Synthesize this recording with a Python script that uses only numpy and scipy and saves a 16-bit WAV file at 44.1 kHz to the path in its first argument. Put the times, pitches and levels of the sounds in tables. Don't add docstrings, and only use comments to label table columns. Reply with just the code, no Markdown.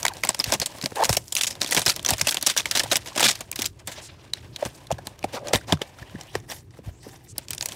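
import sys
import numpy as np
from scipy import signal
from scipy.fft import rfft, irfft, next_fast_len
from scipy.io import wavfile
from scipy.ndimage import uniform_filter1d

SR = 44100
rng = np.random.default_rng(int(sys.argv[2]) if len(sys.argv) > 2 else 0)


def waveform_to_disk(signal):
    frames = np.transpose(np.atleast_2d(signal))
    scaled = np.clip(frames, -1, 1) * 32767
    samples = np.round(scaled).astype(np.int16)
    wavfile.write(sys.argv[1], SR, samples)


N = 341775
TIME = np.arange(N) / SR
LEAD = 2048
FILM_LOOSE_S, FILM_OFF_S = 3.35, 3.75
CARD_S, OPEN_S, FOIL_S = 4.5, 5.55, 7.28
# f/Hz, width/Hz, level/dB
AIR_MODES = [(780, 55, 6.5), (1840, 310, 5), (4800, 200, -7), (5510, 590, -3.5), (3000, 210, -7.5),
             (3600, 140, -3.5), (4200, 200, -13.5)]


def snaps():
    # t/s, level/dB, ring f/Hz, t60/s
    creases = [(0.0305, -10.5, 5830, 0.0023), (0.0527, -1.5, 2050, 0.011), (0.0657, -8, 2000, 0.0032),
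               (0.082, -8, 4000, 0.01), (0.137, -23, 4560, 0.006), (0.169, -28.5, 5500, 0.0049),
               (0.182, -31.5, 5500, 0.0044), (0.2367, -4.5, 2070, 0.0074), (0.25, -12.5, 8000, 0.0086),
               (0.2724, -14, 2180, 0.0055), (0.291, 0, 7600, 0.01), (0.3032, -18.5, 4000, 0.0059),
               (0.3471, -13, 5030, 0.0053), (0.3928, -9.5, 7550, 0.0028), (0.442, -8, 4660, 0.012),
               (0.5227, -3, 6000, 0.0039), (0.536, -8.5, 5700, 0.056), (0.6005, -8.5, 5700, 0.0092),
               (0.6165, -10, 4100, 0.057), (0.6598, -9.5, 7300, 0.039), (0.7856, -30, 4500, 0.0045),
               (0.8145, -15.5, 4130, 0.003), (0.826, -18, 4700, 0.016), (0.841, -15, 4700, 0.013),
               (0.8599, -5, 4600, 0.0015), (0.958, -21, 4200, 0.008), (1.038, -8, 4240, 0.006),
               (1.0457, -9, 4950, 0.0087), (1.0532, -7, 6800, 0.0052), (1.0938, -3.5, 5100, 0.0047),
               (1.1292, -5.5, 6030, 0.0057), (1.148, -19.5, 2410, 0.02), (1.169, -4, 5500, 0.029),
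               (1.2814, -22.5, 5560, 0.0051), (1.324, -9.5, 7200, 0.027), (1.353, -6, 8450, 0.0038),
               (1.3669, -2, 2700, 0.0021), (1.3817, -14.5, 3120, 0.074), (1.388, -27, 3450, 0.008),
               (1.4117, -6.5, 3300, 0.0055), (1.435, -8.5, 6170, 0.013), (1.4443, -15, 3230, 0.025),
               (1.469, -12, 5900, 0.064), (1.5052, -18.5, 5250, 0.089), (1.554, -25.5, 3800, 0.008),
               (1.605, -26, 4450, 0.0099), (1.613, -18, 4960, 0.01), (1.617, -3.5, 4180, 0.013),
               (1.627, -14.5, 5040, 0.062), (1.646, -15, 4000, 0.015), (1.6625, -18.5, 3500, 0.0076),
               (1.672, -25, 4200, 0.007), (1.69, -23.5, 5000, 0.008), (1.7105, -11.5, 7900, 0.019),
               (1.724, -9, 1920, 0.0078), (1.729, -13, 5540, 0.0079), (1.748, -4.5, 6000, 0.013),
               (1.7662, -6, 3280, 0.012), (1.773, -7.5, 2250, 0.038), (1.7853, -20, 3070, 0.0061),
               (1.7948, -9.5, 8930, 0.0061), (1.8183, -11, 3340, 0.0075), (1.824, -20.5, 2500, 0.012),
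               (1.855, -18, 7000, 0.006), (1.8626, -1.5, 5140, 0.036), (1.8797, -4, 4000, 0.023),
               (1.8927, -7, 4150, 0.025), (1.898, -4.5, 3770, 0.011), (1.917, -20, 3670, 0.014),
               (1.9627, -15.5, 4730, 0.011), (1.995, -18.5, 3060, 0.0043), (2.029, -22, 7050, 0.008),
               (2.0497, -8, 3250, 0.0058), (2.0627, -4, 5700, 0.011), (2.081, -14, 4200, 0.0055),
               (2.0883, -8, 5900, 0.028), (2.0982, -13.5, 4430, 0.078), (2.106, -5.5, 7750, 0.015),
               (2.131, -17, 2470, 0.01), (2.1365, -8.5, 4800, 0.0082), (2.1827, -17, 5900, 0.008),
               (2.197, -18, 4670, 0.019), (2.2126, -3, 2180, 0.0059), (2.2147, -2.5, 5360, 0.011),
               (2.271, -7.5, 2630, 0.014), (2.2844, -9.5, 2030, 0.0059), (2.29, -13, 7350, 0.0086),
               (2.3099, -8, 8600, 0.0091), (2.324, -11, 5140, 0.0052), (2.345, -9.5, 7500, 0.0079),
               (2.371, -4, 3080, 0.0031), (2.413, -20, 5500, 0.006), (2.419, -26, 4000, 0.0099),
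               (2.4267, -10, 8700, 0.014), (2.4646, -5.5, 5560, 0.023), (2.4685, -2.5, 7800, 0.025),
               (2.472, -5, 5950, 0.013), (2.492, -16, 3970, 0.031), (2.4983, -9.5, 3500, 0.065),
               (2.5657, -13.5, 1590, 0.0082), (2.5753, -4.5, 5440, 0.036), (2.579, -11.5, 3560, 0.042),
               (2.585, -14, 4470, 0.022), (2.598, -11, 2450, 0.025), (2.605, -15, 3500, 0.02),
               (2.6574, -9, 2250, 0.012), (2.6873, -30, 5000, 0.008), (2.7126, -3, 5030, 0.012),
               (2.7517, -7.5, 3680, 0.053), (2.7636, -10, 5500, 0.011), (2.773, -5, 3580, 0.02),
               (2.7957, -4, 4800, 0.019), (2.835, -13.5, 7560, 0.019), (2.9148, -6.5, 3900, 0.066),
               (2.926, -16.5, 2980, 0.026), (2.9572, -5, 5370, 0.0096), (2.9681, -7, 6900, 0.013),
               (3.06, -28, 5100, 0.0099), (3.073, -29, 6440, 0.0074), (3.082, -30, 1970, 0.014),
               (3.1603, -16.5, 5360, 0.013), (3.177, -11.5, 3250, 0.032), (3.1963, -7.5, 2520, 0.012),
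               (3.206, -8.5, 7550, 0.024), (3.229, -6, 3670, 0.017), (3.2417, -6, 3480, 0.12),
               (3.255, -8.5, 5170, 0.033), (3.284, -10.5, 5360, 0.076), (3.2923, -19.5, 5500, 0.012),
               (3.3057, -26, 5610, 0.013), (3.355, -23, 5500, 0.008), (3.376, -37, 5350, 0.008),
               (3.4078, -17, 6400, 0.024), (3.5161, -12.5, 6950, 0.002), (3.528, -21.5, 2430, 0.025),
               (3.559, -17.5, 6900, 0.007), (3.591, -14, 3480, 0.014), (3.611, -20, 3490, 0.013),
               (3.6204, -9, 6150, 0.0041), (3.644, -17, 3660, 0.0052), (3.6568, -9.5, 4860, 0.0047),
               (3.6607, -7.5, 7330, 0.0085), (3.874, -17, 7200, 0.024), (3.917, -27, 6670, 0.094),
               (4.336, -6.5, 3950, 0.01), (4.562, -16, 3700, 0.019), (4.652, -18, 6230, 0.0061),
               (4.87, -32, 3900, 0.018), (4.915, -19.5, 5600, 0.041), (4.923, -18.5, 3180, 0.019),
               (4.984, -32, 1660, 0.036), (5.0711, -15.5, 6800, 0.0027), (5.192, -28.5, 5800, 0.0039),
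               (5.229, -26, 2750, 0.0031), (5.241, -18.5, 2220, 0.028), (5.472, -23, 4300, 0.0085),
               (5.484, -19, 5800, 0.022), (5.5325, -8.5, 4200, 0.031), (5.5352, -3.5, 2130, 0.012),
               (5.544, -12, 4500, 0.015), (5.5578, -13, 3600, 0.0068), (5.611, -40.5, 1480, 0.016),
               (5.645, -48, 3160, 0.01), (5.7243, -6, 3400, 0.0053), (5.773, -35, 1260, 0.011),
               (5.793, -41, 1010, 0.011), (5.818, -17, 3140, 0.027), (5.987, -37.5, 1250, 0.021),
               (5.997, -42, 3200, 0.012), (6.026, -42, 1690, 0.013), (6.097, -41, 1280, 0.015),
               (6.156, -41, 1550, 0.023), (6.203, -37, 7000, 0.006), (6.2113, -27, 5400, 0.014),
               (6.235, -34, 6500, 0.006), (6.3536, -15, 1860, 0.0043), (6.401, -43, 5950, 0.014),
               (6.5, -28, 5400, 0.04), (6.515, -27.5, 3600, 0.021), (6.708, -45.5, 4550, 0.043),
               (6.738, -59.5, 2030, 0.011), (7.093, -42, 4540, 0.01), (7.3817, -8.5, 9200, 0.013),
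               (7.485, -21.5, 5530, 0.0046), (7.507, -11.5, 7800, 0.01), (7.5333, -17.5, 5600, 0.0072),
               (7.549, -22.5, 8360, 0.013), (7.5813, -15.5, 6040, 0.0061), (7.6105, -10, 4750, 0.0018),
               (7.6258, -12, 6770, 0.01), (7.6588, -7, 5400, 0.005), (7.6876, -18.5, 6300, 0.015),
               (7.7218, -22.5, 2950, 0.0087)]
    out, noise = np.zeros(N), rng.standard_normal((len(creases), 2, 5632))
    first_crack = 3.0 * (np.arange(5632) == LEAD)
    for (s, peak_db, hz, t60), (body, edge) in zip(creases, noise):
        card = CARD_S < s < FOIL_S
        loose = FILM_LOOSE_S < s < CARD_S or s > FOIL_S
        woody_db = -8.5 if card and hz < 3300 and peak_db < -20 else 0
        treble_db = -8 + 14.5 * np.log2(hz / 4000) + 6 * edge[0]
        treble_db += woody_db - 7 * card
        clump_db = 3 * np.clip(t60 / .025 - .6, 0, 1)
        clumps = from_db(clump_db * rms_one(butter(body[::-1], 150, "low")))
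        cracks = burst(clumps * body * np.abs(edge[::-1]) + first_crack, t60, swell_s=0.0054)
        spread = from_db(2 * body[0])
        width_hz = 0.32 * hz * spread
        ring = resonance(resonance(cracks, hz, width_hz), hz, width_hz) / np.sqrt(spread)
        lowest_hz = (0.39 if loose else 0.37) * hz
        spray = from_db(0.14 * treble_db - 7.5 + woody_db) * butter(cracks, [lowest_hz, 8000], "band")
        treble = butter(burst(edge, 0.6 * t60 + .002, swell_s=0.004), [8000, 16500], "band")
        add(out, s, 0.63 * ring + spray + from_db(treble_db - 16.5) * treble, peak_db)
    return out


def squeak(hz=5100, width_hz=300):
    out, crack = np.zeros(N), burst(rng.standard_normal(4096), t60=0.012, swell_s=0.0026)
    ring = resonance(resonance(crack, hz, width_hz), hz, width_hz)
    add(out, s=0.3992, sound=ring + 0.0087 * crack, peak_db=-6.5)
    return out


def carton(x, hz, reach_octaves, shift=1):
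    # f/Hz, width/Hz, level/dB
    wall_modes = [(248, 174, 16), (418, 149, 6), (572, 117, 4), (740, 150, 6), (860, 276, 4.5),
                  (1083, 133, 8), (1144, 170, 3), (1443, 240, 5.5), (1594, 306, 3.5), (1940, 300, -11),
                  (2220, 1000, 7)]
    out, grip_damping = 0, 1.5
    for k, (mode_hz, width_hz, db) in enumerate(wall_modes):
        away_db = 35.1 * (np.log2(shift * mode_hz / hz) / reach_octaves) ** 2
        out += (-1) ** k * from_db(db - away_db) * resonance(x, shift * mode_hz, grip_damping * width_hz)
    return out


def knocks():
    # t/s, level/dB, panel f/Hz
    pushes = [(0.0538, -10, 835), (0.2379, -25, 1060), (0.3051, -23, 680), (0.5248, -22.5, 600),
              (0.624, -22, 600), (0.2523, -24.5, 730), (0.348, -24, 790), (0.8399, -22.5, 340),
              (0.922, -26, 371), (1.147, -30, 715), (2.86, -25, 780), (1.055, -33, 600), (1.095, -12, 700),
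              (1.1717, -17, 545), (1.769, -23, 516), (1.8844, -36, 860), (2.1106, -16.5, 740),
              (2.1334, -21, 780), (2.7552, -29, 660), (2.8378, -24, 540), (3.121, -34, 990),
              (3.1651, -22.5, 553), (3.2068, -13, 860), (3.2267, -16.5, 650), (3.2449, -31, 770),
              (3.5929, -23.5, 340), (4.6283, -12, 600), (4.9075, -14.5, 665), (4.9155, -12, 670),
              (4.989, -29, 590), (5.2445, -13, 573), (5.5366, -8.5, 590), (5.726, -18, 600),
              (5.7299, -4.5, 297), (5.8179, -17, 467), (6.355, -14, 373), (6.773, -40.5, 890),
              (6.7897, -33, 490), (6.89, -39, 583), (7.068, -30, 348)]
    out, noise = np.zeros(N), rng.standard_normal((len(pushes), 5632))
    tap = 6.0 * (np.arange(5632) == LEAD)
    for (s, peak_db, hz), scuff in zip(pushes, noise):
        t60 = 0.01554 * from_db(0.038 * (peak_db + 10.5))
        push = burst(scuff + tap, t60, swell_s=0.011)
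        shift = 1 + 0.07 * np.tanh(scuff[0])
        add(out, s - .001, carton(push, hz, reach_octaves=0.85, shift=shift), peak_db)
    return out


def thumps(lag_s=0.01354):
    # t/s, level/dB, settled f/Hz
    bumps = [(0.464, -25.5, 90), (0.532, -25, 205.4), (0.588, -31, 118.5), (0.832, -25, 204.6),
             (1.09, -15.5, 97), (1.162, -31, 118), (1.763, -24.5, 176.5), (1.863, -26.5, 100.4),
             (2.109, -21, 94), (2.213, -26, 122), (2.828, -34, 129.6), (3.243, -22, 204.8),
             (4.645, -26, 108), (4.914, -21, 114.7), (5.231, -27.5, 163), (5.535, -20.5, 94.4),
             (5.722, -14, 143.4), (6.005, -31, 96), (6.137, -24.5, 163), (6.353, -29.5, 96),
             (6.783, -40, 193), (6.862, -25, 86.3), (7.062, -39, 224), (7.698, -38.5, 126)]
    out, t = np.zeros(N), np.arange(9728) / SR
    for s, peak_db, hz in bumps:
        sag = 0.0039 * np.exp(-np.maximum(t - LEAD / SR, 0) / 0.0021)
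        phase = 2 * np.pi * hz * (t - sag)
        boom = np.sin(phase) + 0.7 * np.sin(0.588 * phase)
        add(out, s + lag_s, burst(boom, t60=0.1, swell_s=0.05), peak_db)
    return out


def creaks(swell_db=8.5, wobble=0.076):
    # t/s, length/s, level/dB, first and target slip f/Hz, roughness/0-1, alternate-slip limp/0-1
    stutters = [(0.088, 0.035, -29, 1425, 740, 0.05, 0.01), (0.965, 0.0097, -17.5, 907, 860, 0.16, 0.49),
                (0.981, 0.002, -19, 894, 855, 0.2, 0.11), (0.989, 0.0215, -12.5, 875, 692, 0.45, 0.17),
                (1.018, 0.013, -8, 813, 850, 0.49, 0.23), (5.333, 0.016, -24, 549, 543, 0.26, 0.009),
                (5.358, 0.022, -26, 750, 750, 0.78, 0.01), (5.394, 0.041, -31, 555, 570, 0.51, 0.01),
                (5.442, 0.054, -27.5, 578, 595, 0.51, 0.01), (5.486, 0.029, -26, 600, 600, 0.6, 0.01)]
    out, t = np.zeros(N), (np.arange(4096) - LEAD) / SR
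    noise = rng.standard_normal((len(stutters), 2, 4096))
    for (s, length_s, peak_db, hz, end_hz, rough, limp), (wander, grit) in zip(stutters, noise):
        glide_hz = end_hz + (hz - end_hz) * np.exp(-2.5 * np.maximum(t, 0) / length_s)
        cycles = np.cumsum(glide_hz * (1 + wobble * rms_one(butter(wander, 110, "low")))) / SR
        sawtooth = cycles % 1 - .5 + limp * np.sin(np.pi * cycles)
        slips = (1 - rough) * sawtooth + rough * grit
        press = from_db(swell_db * t / length_s) * (t > 0) * (t < length_s)
        add(out, s, carton(slips * press, np.sqrt(hz * end_hz), reach_octaves=1.56), peak_db)
    return out


def handling():
    # t/s, rustle level/dB, its treble share/dB, rubbing level/dB
    bed = [(0.0, -54.5, 13.5, -41), (0.3, -33.5, 1, -36), (0.78, -46, 5.5, -41.5), (1.27, -51, 14, -47.5),
           (1.6, -47.5, 3.5, -37), (2.8, -32, 1, -37.5), (3.42, -46, -1.5, -46), (3.72, -88.5, 7.5, -58.5),
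           (4.15, -54.5, -17.5, -56.5), (4.8, -64.5, 8.5, -49.5), (5.65, -80, -9, -49),
           (6.35, -55.5, -8.5, -53.5), (6.64, -97, 0.5, -66.5), (7.3, -63.5, -5, -63),
           (7.75, -51.5, 8.5, -39.5)]
    # f/Hz, gain/dB
    rustle_eq = [(600, -47), (1200, 23), (1700, 22.5), (3700, 23), (5700, 17.5), (9000, 2.5), (15500, -8.5)]
    times, *columns = np.transpose(bed)
    bed_rustle, treble, bed_rub = [from_db(np.interp(TIME, times, db)) for db in columns]
    pull, drag = strokes()
    rustle_gain, rub_gain = np.hypot(bed_rustle, pull), np.hypot(bed_rub, drag)
    slide, scrape = rng.standard_normal((2, N))
    patches = sum((-1) ** k * from_db(3.5 * drift(26)) * rms_one(resonance(slide, hz, hz / 2)) * np.sqrt(hz)
                  for k, hz in enumerate(np.geomspace(1000, 15000, 12)))
    bare_card = (TIME > FILM_OFF_S) & (TIME < FOIL_S)
    crumpling = from_db(0.083 * (20 * np.log10(rustle_gain) + 70) - 5 * bare_card)
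    friction = (crumpling * crackle() + rms_one(patches)) / np.sqrt(1 + crumpling ** 2)
    hollow = sum(from_db(db) * rms_one(resonance(friction, hz, width)) for hz, width, db in AIR_MODES)
    opened = (TIME > OPEN_S) & (TIME < FOIL_S)
    rustle = colour(friction, rustle_eq) + from_db(5) * rms_one(hollow) * opened
    low, high = butter(rustle, 9000, "low", order=4), butter(rustle, 8800, "high", order=4)
    rub = carton(from_db(3 * drift(30)) * scrape, hz=714, reach_octaves=2.18)
    return rustle_gain * (rms_one(low) + treble * rms_one(high)) + rub_gain * rms_one(rub)


def strokes(attack_db_per_s=1184, release_db_per_s=346):
    # t/s, hold/s, rustle level/dB, rubbing level/dB
    pulls = [(0.0, 0.0067, -35.5, -25), (0.463, 0.049, -25.5, -24.5), (0.964, 0.19, -36.5, -32.5),
             (1.079, 0.056, -36, -28), (1.359, 0.11, -34, -43.5), (1.679, 0.25, -27, -33.5),
             (2.088, 0.1, -31, -31), (2.246, 0.072, -25.5, -36), (2.445, 0.13, -29, -48),
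             (2.726, 0.15, -29.5, -33), (2.912, 0.022, -21, -27), (3.061, 0.011, -54, -47),
             (3.157, 0.17, -25.5, -28), (3.21, 0.082, -20, -49), (3.555, 0.1, -36, -42.5),
             (3.798, 0.0018, -68.5, -47.5), (3.876, 0.12, -41, -42), (4.75, 0.0046, -55, -62),
             (4.25, 0.048, -49, -47), (4.36, 0.024, -37, -48), (4.595, 0.068, -43, -35),
             (5.056, 0.048, -54.5, -46), (5.207, 0.12, -62.5, -46.5), (5.337, 0.019, -37.5, -38),
             (5.459, 0.052, -37.5, -32), (5.531, 0.026, -29, -24.5), (5.683, 0.041, -40.5, -29.5),
             (5.79, 0.088, -54.5, -47.5), (5.985, 0.036, -60, -49.5), (6.188, 0.017, -62.5, -45.5),
             (6.344, 0.007, -62, -37), (6.495, 0.02, -44.5, -41.5), (6.518, 0.066, -56, -52.5),
             (6.731, 0.055, -70.5, -59), (6.849, 0.045, -63, -49), (7.031, 0.1, -60, -54),
             (7.142, 0.018, -65.5, -51.5), (7.232, 0.0056, -85, -74), (7.362, 0.076, -49, -45.5),
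             (7.504, 0.3, -46.5, -48.5)]
    t, power = np.arange(0, N + 64, 32) / SR, 0
    for s, hold_s, *levels_db in pulls:
        away_db = attack_db_per_s * np.maximum(s - t, 0) + release_db_per_s * np.maximum(t - s - hold_s, 0)
        power += from_db(2 * (np.array(levels_db)[:, None] - away_db))
    return [np.interp(TIME, t, gain) for gain in np.sqrt(power)]


def crackle(grains_per_s=380, t60=0.017):
    clumps = from_db(3 * drift(32))
    sizes = from_db(4.5 * np.minimum(rng.exponential(1, N), 2.4))
    grains = sizes * (rng.random(N) < grains_per_s * clumps / SR)
    out, band, fade = 0, rng.integers(0, 8, N), from_db(-60 / (t60 * SR))
    for k, hz in enumerate(np.geomspace(1700, 9000, 8)):
        puffs = signal.lfilter([1], [1, -fade], grains * (band == k) + 1e-18) * rng.standard_normal(N)
        out += 0.5 * puffs + resonance(puffs, hz, 0.38 * hz) * np.sqrt(9000 / hz)
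    return rms_one(out)


def settling(creases, t60=0.045, depth=0.33, quiet_db=-48):
    fade = from_db(-2 * 60 / (t60 * SR))
    stir = signal.lfilter([1 - fade], [1, -fade], creases ** 2) + from_db(2 * quiet_db)
    return (stir / uniform_filter1d(stir, SR // 6)) ** depth


def swishes():
    # t/s, length/s, level/dB, start f/Hz, end f/Hz, width/Hz
    glides = [(3.79, 0.015, -38, 5150, 5150, 6000), (4.012, 0.074, -33, 7000, 5830, 5200),
              (4.084, 0.026, -36.5, 3000, 2990, 3000), (4.525, 0.037, -47, 4500, 4500, 2000),
              (5.331, 0.034, -34, 4640, 5500, 2480), (5.67, 0.087, -34, 5560, 4730, 2500),
              (5.68, 0.048, -26.5, 750, 856, 400), (5.349, 0.047, -26.5, 1100, 1128, 600),
              (6.05, 0.068, -48, 3140, 3000, 600), (6.27, 0.048, -42, 2800, 3300, 1000),
              (6.53, .085, -44, 6500, 6100, 4000), (6.9, 0.17, -54, 6230, 8860, 1300),
              (6.999, 0.095, -46, 5000, 5500, 1500), (7.281, 0.048, -37, 7000, 7500, 3630),
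              (7.42, .03, -47, 7000, 7600, 3000)]
    out, t = np.zeros(N), (np.arange(12288) - LEAD) / SR
    noise = rng.standard_normal((len(glides), 2, 12288))
    for (s, length_s, peak_db, hz, end_hz, width_hz), (real, imag) in zip(glides, noise):
        along = np.clip(t / length_s, 0, 1)
        carrier = np.exp(2j * np.pi * np.cumsum(hz + (end_hz - hz) * along) / SR)
        hiss = np.real(butter(real + 1j * imag, width_hz / 2, "low") * carrier)
        add(out, s, hiss * np.sqrt(np.abs(np.sin(np.pi * along))), peak_db)
    return out


def echoes(x, t60=0.16):
    t = np.arange(SR // 2) / SR
    wash = butter(rng.standard_normal(len(t)), 4400, "low", order=1)
    tail = wash * from_db(-60 * t / t60) * (t > .002)
    return signal.fftconvolve(x, tail / np.sqrt(np.sum(tail ** 2)))[:N]


def room_tone():
    # f/Hz, level/dB
    spectrum = [(18, -76), (30, 0), (117, 12), (213, -6), (359, -1.5), (492, -10), (591, -50),
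                (1200, -24.5), (1640, -33), (2760, -45.5), (5740, -33.5), (15500, -44.5)]
    return from_db(-49.5 + 2.2 * drift(3)) * colour(rng.standard_normal(N), spectrum)


def from_db(db):
    return 10 ** (np.asarray(db) / 20)


def rms_one(x):
    return x / np.sqrt(np.mean(x ** 2) + 1e-20)


def butter(x, hz, kind, order=2):
    return signal.sosfilt(signal.butter(order, hz, kind, fs=SR, output="sos"), x)


def resonance(x, hz, width_hz):
    r = np.exp(-np.pi * width_hz / SR)
    poles = [1, -2 * r * np.cos(2 * np.pi * hz / SR), r * r]
    return signal.lfilter(np.array([1, 0, -1]) * (1 - r * r) / 2, poles, x)


def colour(x, spectrum):
    size, (hz, db) = next_fast_len(N), np.transpose(spectrum)
    log_hz = np.log(np.fft.rfftfreq(size, 1 / SR) + 1)
    gain = from_db(np.interp(log_hz, np.log(hz), db))
    return rms_one(irfft(rfft(x, size) * gain, size)[:N])


def drift(hz, step=40):
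    r = np.exp(-2 * np.pi * hz * step / SR)
    slow = signal.lfilter([1], [1, -2 * r, r * r], rng.standard_normal(N // step + 2002))[2000:]
    return np.interp(np.arange(N) / step, np.arange(len(slow)), rms_one(slow))


def burst(wave, t60, swell_s):
    t = (np.arange(len(wave)) - LEAD) / SR
    return wave * from_db(60 * np.minimum(t / swell_s, -t / max(t60, .003)))


def add(out, s, sound, peak_db):
    i = round(s * SR) - LEAD
    start, part = max(i, 0), sound[max(-i, 0):N - i]
    out[start:start + len(part)] += part * from_db(peak_db) / np.abs(sound).max()


def scene():
    creases = snaps() + squeak()
    touching = (TIME < FILM_LOOSE_S) | (TIME > CARD_S) & (TIME < FOIL_S)
    wall_drive = butter(creases * touching, [450, 1100], "band")
    walls = from_db(-4) * carton(wall_drive, hz=600, reach_octaves=3.3)
    opened = (TIME > OPEN_S) & (TIME < FOIL_S)
    hollow = sum(from_db(db + 5.5) * resonance(creases * opened, hz, width) for hz, width, db in AIR_MODES)
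    near = creases + hollow + walls + knocks() + creaks() + swishes() + settling(creases) * handling()
    return (near + thumps() + room_tone() + from_db(-30) * echoes(near))[None]


def record(dry):
    rounded = .8 * np.tanh(butter(dry, 48, "high", order=3) / .8)
    soft = signal.sosfilt(signal.cheby2(8, 22, 16100, fs=SR, output="sos"), rounded)
    return signal.sosfilt(signal.cheby2(14, 60, 16990, fs=SR, output="sos"), soft)


dry = scene()
out = record(dry)
waveform_to_disk(out)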